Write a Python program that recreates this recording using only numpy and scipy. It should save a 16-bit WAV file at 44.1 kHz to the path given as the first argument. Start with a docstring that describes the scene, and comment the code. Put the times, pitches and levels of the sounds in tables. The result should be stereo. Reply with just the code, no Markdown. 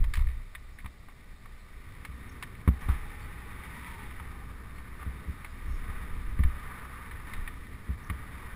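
"""A mountain bike rolls through a concrete skatepark, heard from a cased camera worn by the rider.
First a landing thumps through the camera mount, air buffets the case, tyres roar and the chain clacks.
Faint birds soon whistle. Near 2.7 s comes a hard landing; the tyres scrub and their knobs briefly sing.
Another heavy landing follows near 6.4 s, and the bike rolls on. All along, the camera takes its sound
at a low rate and holds each sample, which mirrors the midrange into a thin treble fizz."""
import sys
import numpy as np
from scipy import signal
from scipy.fft import rfft, irfft, next_fast_len
from scipy.io import wavfile
from scipy.ndimage import uniform_filter1d

SR = 44100
rng = np.random.default_rng(int(sys.argv[2]) if len(sys.argv) > 2 else 0)


def dump_mix(stems):
    """Bounce the given channels to the path in sys.argv[1] as a 16-bit WAV at rate SR."""
    frames = np.atleast_2d(stems).T  # one column per channel
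    limited = np.clip(frames, -1, 1)  # hard clip at full scale
    pcm = np.round(limited * 32767).astype(np.int16)
    wavfile.write(sys.argv[1], SR, pcm)


N = 377055
TIME = np.arange(N) / SR

# Tyres on concrete, louder when pressed into ramps and turns.
# Each row: time in seconds, relative roar level in dB, relative hiss level in dB.
TYRE_LEVELS = [(0.35, -65, -61.5), (0.81, -70.5, -65), (1.35, -69, -63.5), (2.2, -59.5, -58),
               (2.66, -59.5, -59.5), (2.97, -57.5, -54), (3.54, -55, -54.5), (3.91, -53, -48.5),
               (4.07, -56.5, -54), (4.57, -57.5, -59.5), (5.78, -57, -55.5), (5.92, -52, -53.5),
               (6.31, -57, -56.5), (6.7, -50, -53.5), (7.68, -60, -57.5), (8.02, -56, -58.5),
               (8.23, -53.5, -55.5), (8.55, -53.5, -54.5)]
# The tone of the tyres' roar and of their hiss. Each row: frequency in Hz, relative level in dB.
ROAR_SPECTRUM = [(200, -4.5), (450, -7.5), (700, -7), (1000, 1), (1500, -2), (1900, -1.5), (2600, -26),
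                 (5800, -47)]
HISS_SPECTRUM = [(900, -42), (1500, -24.5), (1950, -0.5), (2300, -1.5), (2700, -11), (3300, -13.5),
                 (4200, -21.5), (6500, -24)]
# Riding speed, given as how hard the ground shakes. Each row: time in seconds, relative level in dB.
SPEED_LEVELS = [(0.0, -54), (0.14, -55.5), (0.36, -60), (1.62, -59), (2.21, -51), (2.74, -50),
                (4.43, -50.5), (4.6, -51.5), (4.88, -52.5), (5.22, -48), (5.48, -52.5), (6.07, -49),
                (6.88, -51.5), (8.55, -50)]


def from_db(db):
    """Turn decibels into a number to multiply by."""
    return 10 ** (np.asarray(db) / 20)


def rms_one(x):
    """Scale a sound to an average power of 1."""
    return x / np.sqrt(np.mean(x ** 2) + 1e-20)


def crest_one(x, size):
    """Scale a sound so that its loudest stretch of size samples has a power of 1."""
    return x / np.sqrt(uniform_filter1d(x ** 2, size).max() + 1e-20)


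def in_time(rows):
    """Join a table's points into curves, one for each column after the time."""
    times, *columns = np.transpose(rows)
    return [np.interp(TIME, times, column) for column in columns]


def add(track, start_s, sound):
    """Mix a sound into a track at the given time."""
    start = max(0, round(start_s * SR))
    track[start:start + len(sound)] += sound[:max(0, N - start)]


def drift(rate):
    """A random wander of typical size 1 that heads for a new value rate times a second."""
    points = rng.standard_normal(int(TIME[-1] * rate) + 2)
    return rms_one(np.interp(TIME * rate, np.arange(len(points)), points))


def noise(spectrum):
    """Noise of power 1, shaped by a spectrum and silent above its last point."""
    hz, db = np.transpose(spectrum)
    size = next_fast_len(N)
    bins = np.maximum(np.arange(size // 2 + 1) * SR / size, 1)
    gain = from_db(np.interp(np.log(bins), np.log(hz), db)) * (bins < hz[-1])
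    return rms_one(irfft(rfft(rng.standard_normal(size)) * gain, size)[:N])


def steadied(x, size):
    """Even out the swells that last longer than size samples."""
    return x / np.sqrt(uniform_filter1d(x ** 2, size) + 1e-3)


def resonate(x, hz, width_hz):
    """Let one band of frequencies ring through, unchanged in level at its centre."""
    r = np.exp(-np.pi * width_hz / SR)
    feedback = [1, -2 * r * np.cos(2 * np.pi * hz / SR), r * r]
    return signal.lfilter(np.array([1, 0, -1]) * (1 - r * r) / 2, feedback, x + 1e-18)


def push(t, contact_s):
    """A tyre's force on the ground: from t = 0 it rises to 1, then eases off."""
    age = 2 * np.pi * np.maximum(t, 0) / contact_s
    return age * np.exp(1 - age)


def thumps(gain_db=-4.0, follow_s=0.01194, follow_db=-1.0, follow_stretch=1.2):
    """A tyre's push rings the camera mount; the shorter the contact, the brighter the thump."""
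    # Landings and jolts. Each row: start in seconds, relative peak in dB, contact time in seconds.
    landings = [(0.0, -12, 0.047), (0.174, -16, 0.047), (0.255, -27, 0.045), (0.844, -33, 0.0048),
                (2.089, -33.5, 0.009), (2.677, -9, 0.0037), (2.886, -15.5, 0.013), (5.064, -25, 0.0055),
                (5.284, -24.5, 0.008), (5.68, -24.5, 0.029), (5.886, -26.5, 0.011), (6.393, -14.5, 0.0074),
                (6.448, -11, 0.065), (7.379, -26.5, 0.04), (7.892, -22.5, 0.0065), (8.1, -23.5, 0.0048)]
    # The mount's tones. Each row: pitch in Hz, relative level in dB, seconds to fade by 60 dB.
    mount_tones = [(63.4, 7, 0.2), (82.6, 5, 0.064), (109, -2.5, 0.047), (166, 0.5, 0.098), (228, -7, 0.17),
                   (353, -23, 0.077), (447, -24, 0.067)]
    out, t = np.zeros(N), TIME[:SR // 2]
    ring = sum(from_db(db - 60 * t / fade_s) * np.cos(2 * np.pi * hz * t)
               for hz, db, fade_s in mount_tones)
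    for start, peak_db, contact_s in landings:
        # The tyre bottoms out after each blow, giving a second, softer and longer push.
        bottoming = from_db(follow_db) * push(t - follow_s, follow_stretch * contact_s)
        thump = signal.fftconvolve(push(t, contact_s) + bottoming, ring)[:len(t)]
        add(out, start, -from_db(peak_db + gain_db) * crest_one(thump, size=256))
    return out


def wind(buffet_gain_db=5.0, flutter_gain_db=4.0, gust_flutter_db=-13.0, gust_fall_s=0.099,
         cruise_db=-53.0, speed_share=0.15):
    """Headwind grows with speed. Big swirls of air push the case; small ones make it flutter."""
    # Gusts as the bike drops in, lands or takes off.
    # Each row: time of the peak in seconds, relative level in dB, build-up in seconds.
    gust_peaks = [(0.0, -19, .05), (0.211, -22.5, 0.021), (2.9, -27, 0.04), (5.7, -29.5, 0.034),
                  (6.44, -28.5, 0.37), (7.37, -30.5, 0.027)]
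    # The tone of the pushing and of the flutter. Each row: frequency in Hz, relative level in dB.
    buffet_spectrum = [(8, 4.5), (18, -14), (28, 12.5), (42, -8), (60, -6), (120, -53)]
    flutter_spectrum = [(30, -14), (50, -6.5), (64, 8.5), (80, -8.5), (105, -5), (150, -27.5), (300, -67)]
    speed_db, = in_time(SPEED_LEVELS)
    gusts = sum(from_db(db) * np.exp(-np.maximum((peak_s - TIME) / rise_s, (TIME - peak_s) / gust_fall_s))
                for peak_s, db, rise_s in gust_peaks)
    swirl_db = 2.5 * drift(rate=13)
    headwind = from_db(cruise_db + speed_share * (speed_db - cruise_db) + buffet_gain_db + swirl_db)
    shake = from_db(speed_db + flutter_gain_db + .5 * swirl_db)
    buffet = steadied(noise(buffet_spectrum), size=6000)
    flutter = steadied(noise(flutter_spectrum), size=6000)
    return np.hypot(headwind, gusts) * buffet + np.hypot(shake, from_db(gust_flutter_db) * gusts) * flutter


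def rumble(gain_db=3.0, lumpy_db=0.1):
    """The ground shakes the mount through bike and rider."""
    # The tone of the shaking. Each row: frequency in Hz, relative level in dB.
    shake_spectrum = [(70, 6), (120, 3.5), (170, 1), (210, -0.5), (250, -1.5), (330, -8.5), (460, -9.5),
                      (700, -32), (1200, -49)]
    speed_db, = in_time(SPEED_LEVELS)
    return from_db(speed_db + gain_db + lumpy_db * drift(rate=25)) * noise(shake_spectrum)


def frame(x, top_hz=4300):
    """The bike's parts ring briefly; paint and rubber damp the highest tones."""
    # The parts' bright tones. Each row: pitch in Hz, width in Hz, relative level in dB.
    frame_tones = [(1850, 160, 6), (2010, 60, 12), (2161, 110, 10.5), (3080, 56, -8), (3500, 99, -32)]
    ring = sum(from_db(db) * resonate(x, hz, width) for hz, width, db in frame_tones)
    return signal.sosfilt(signal.butter(4, top_hz, fs=SR, output="sos"), ring)


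def tyres(hiss_gain_db=-1.5, rough_db=0.9, grit_per_s=45, grit_gain_db=-11.5):
    """Rubber roars on the uneven surface, air hisses from the tread, and grit ticks under it."""
    roar_db, hiss_db = in_time(TYRE_LEVELS)
    surface_db = rough_db * drift(rate=60)
    roar = from_db(roar_db + surface_db) * noise(ROAR_SPECTRUM)
    hiss = from_db(hiss_db + hiss_gain_db + surface_db) * noise(HISS_SPECTRUM)
    grains = (rng.random(N) < grit_per_s / SR) * rng.standard_normal(N)
    return roar + hiss + from_db(hiss_db + grit_gain_db) * rms_one(frame(grains))


def park(level_db=-66.0):
    """The open park hisses faintly behind the bike."""
    # The tone of that hiss. Each row: frequency in Hz, relative level in dB.
    park_spectrum = [(200, -1.5), (600, 4), (1200, -1.5), (2500, -13), (4000, -4.5), (6500, -10)]
    return from_db(level_db) * noise(park_spectrum)


def slaps(rebound_s=0.017, rebound_offset_db=1, faint_count=6, faint_offset_db=6.5,
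          faint_hollow_db=-6, faint_sharp_db=-20.0):
    """List each slap, its fading rebounds as the chain settles, and a few faint slaps at random."""
    # Chain, cables and levers hit the frame. Each row: start in seconds, relative peak in dB,
    # settling time in seconds, relative levels of the hollow part and the sharp part in dB.
    hits = [(0.0404, -36, 0.024, -6, -4), (0.137, -26.5, 0.13, -18, -1), (0.1718, -37.5, 0.26, -2.5, -3.5),
            (0.2695, -42, 0.34, -14, -9), (0.5504, -30, .02, -31, -34), (0.7865, -38.5, .12, -35, -30),
            (0.844, -46, .03, -0.5, -16), (0.859, -37.5, .05, -5.5, -27), (1.0851, -47.5, .04, 1, -19),
            (1.4567, -47.5, .03, 2, -23), (2.0491, -31.5, .02, -10.5, -6), (2.425, -29.5, .02, -8.5, -3),
            (2.4323, -36, .02, -27, -13), (2.55, -42, .02, -19, -21), (2.6759, -31, .02, 2.5, -34),
            (2.6848, -45, .02, 3, -23), (2.8882, -45, .04, 13, -18), (4.198, -41, .02, 3, -29),
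            (4.783, -42, .02, -4, -19), (5.026, -48, .04, 7.5, -23.5), (5.446, -32.5, .07, -8.5, -10),
            (6.39, -37.5, .02, -4.5, -23), (6.4353, -30.5, .02, -7.5, -9), (7.1117, -34.5, .02, -24.5, -32),
            (7.3351, -31.5, 0.049, -28, -6), (7.476, -30, .02, -26, -30), (8.0986, -28.5, .02, -7, -37)]
    _, hiss_db = in_time(TYRE_LEVELS)
    rows = [(TIME[i], hiss_db[i] + faint_offset_db, faint_hollow_db, faint_sharp_db)
            for i in rng.integers(0, N, faint_count)]
    for start, peak_db, settle_s, hollow_db, sharp_db in hits:
        rows.append((start, peak_db, hollow_db, sharp_db))
        for delay in np.cumsum(rebound_s * rng.uniform(.75, 1.25, 10)):
            rebound_db = peak_db + rebound_offset_db - 60 * delay / settle_s
            rows.append((start + delay, rebound_db, hollow_db, sharp_db))
    return rows


def clacks(gain_db=-8.5, rattle_s=0.007, hollow_gain_db=1.5, hollow_hz=1060, hollow_width_hz=400,
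           sharp_gain_db=-6.0, sharp_hz=3900, sharp_width_hz=2600):
    """Flurries of tiny touches ring the frame; heavy slaps sound hollow, metal on metal sounds sharp."""
    t, touches = TIME[:SR // 10], rng.standard_normal(N)
    hollow = resonate(resonate(touches, hollow_hz, hollow_width_hz), hollow_hz, 2 * hollow_width_hz)
    sharp = resonate(resonate(touches, sharp_hz, sharp_width_hz), sharp_hz, sharp_width_hz)
    rise = 1 - np.exp(-t / (0.067 * rattle_s))
    fall = np.exp(-(t / rattle_s) ** 1.17)
    slap_shape = crest_one(rise * fall, size=256)
    parts, levels = (frame(touches), hollow, sharp), np.zeros((3, N))
    for start, peak_db, hollow_db, sharp_db in slaps():
        for level, part_db in zip(levels, (0, hollow_db + hollow_gain_db, sharp_db + sharp_gain_db)):
            add(level, start, from_db(peak_db + gain_db + part_db) * slap_shape)
    return sum(level * steadied(rms_one(part), size=200) for level, part in zip(levels, parts))


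def birds(gain_db=11.5, fall_hz=150, warble=0.03, echo_s=0.027, echo_db=-6.0):
    """Short, warbling whistles from the trees sink in pitch and echo off the ramps."""
    # Small, far birds. Each row: start in seconds, length in seconds, pitch in Hz, relative level in dB.
    whistles = [(0.70, .09, 5260, -82), (1.59, .036, 4120, -77), (2.287, 0.022, 5500, -68),
                (2.805, .02, 5500, -71), (3.20, .054, 4550, -74), (4.734, .062, 4310, -78),
                (5.477, .07, 5020, -79), (5.644, .18, 5440, -76), (8.033, 0.019, 5740, -67)]
    out, waver = np.zeros(N), 1 + warble * drift(rate=530)
    for start, length_s, pitch_hz, level_db in whistles:
        count = int(length_s * SR)
        hz = (pitch_hz + fall_hz * np.linspace(.5, -.5, count)) * waver[int(start * SR):][:count]
        chirp = from_db(level_db + gain_db) * np.hanning(count) * np.sin(2 * np.pi * np.cumsum(hz) / SR)
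        add(out, start, chirp)
        add(out, start + echo_s, from_db(echo_db) * chirp)
    return out


def tread(flicker_per_s=110):
    """The tyre's knobs strike unevenly, at a rate set by the wheel's speed: a rough, faint whine."""
    # Knobs drumming on smooth concrete. Each row: time in seconds, pitch in Hz, relative level in dB.
    whine_points = [(2.7, 787, -61.5), (3.6, 840, -66), (3.78, 972, -58), (3.9, 944, -56), (4.02, 881, -54),
                    (4.12, 817, -70), (4.45, 792, -61.5)]
    hz, level_db = in_time(whine_points)
    singing = (TIME > whine_points[0][0]) & (TIME < whine_points[-1][0])
    phase = 2 * np.pi * np.cumsum(hz) / SR
    whine = np.sin(phase) * drift(flicker_per_s) + np.cos(phase) * drift(flicker_per_s)
    return singing * from_db(level_db) * whine


def scrubs(gain_db=-8.5, hiss_db=-2.5):
    """Under the sudden load of a landing or a turn the tyre roars harder, then recovers."""
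    # Sudden loads. Each row: start in seconds, relative level in dB, seconds to fade by 60 dB.
    loads = [(2.809, -41.5, 0.8), (2.885, -41, 0.65), (4.998, -47, 1), (7.271, -42.5, 1.0)]
    level, t = np.zeros(N), TIME[:SR // 2]
    for start, level_db, fade_s in loads:
        add(level, start, from_db(level_db + gain_db - 60 * t / fade_s))
    return level * (noise(ROAR_SPECTRUM) + from_db(hiss_db) * noise(HISS_SPECTRUM))


def case(x):
    """The camera's closed plastic case colours all that comes through it."""
    # Bands that the case lifts or lowers. Each row: centre in Hz, width in Hz, change in dB.
    case_bands = [(640, 110, 0), (1205, 112, 8.5), (1430, 63, -4), (1495, 60, 6), (1814, 122, 5.5),
                  (2290, 220, 0), (2185, 560, 0.5), (3652, 110, 8)]
    for hz, width, db in case_bands:
        x = x + (from_db(db) - 1) * resonate(x, hz, width)
    return x


def scene():
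    """One microphone hears the bike, the park and the wind, and feeds both channels."""
    through_case = case(tyres() + scrubs() + clacks() + park())
    mono = through_case + tread() + birds() + thumps() + rumble() + wind()
    return np.array([mono, mono])


def record(dry, hold_hz=12000, cutoff_hz=15500, faint_hiss_db=-80.5):
    """The camera samples slowly and holds each value, adding a mirrored fizz; the very top is cut."""
    # A faint hiss, different in each channel. Each row: frequency in Hz, relative level in dB.
    faint_hiss_spectrum = [(20, -40), (200, -5.5), (2000, -17), (5000, -2), (9000, -18), (15000, -65)]
    slow = signal.resample_poly(dry, hold_hz, SR, axis=1)
    slow = signal.sosfilt(signal.butter(4, 5800, fs=hold_hz, output="sos"), slow)
    held = signal.resample_poly(np.repeat(slow, 4, axis=1), SR, 4 * hold_hz, axis=1)[:, :N]
    hiss = from_db(faint_hiss_db) * np.array([noise(faint_hiss_spectrum), noise(faint_hiss_spectrum)])
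    return signal.sosfilt(signal.ellip(10, .3, 80, cutoff_hz, fs=SR, output="sos"), held + hiss)


dry = scene()
out = record(dry)
dump_mix(out)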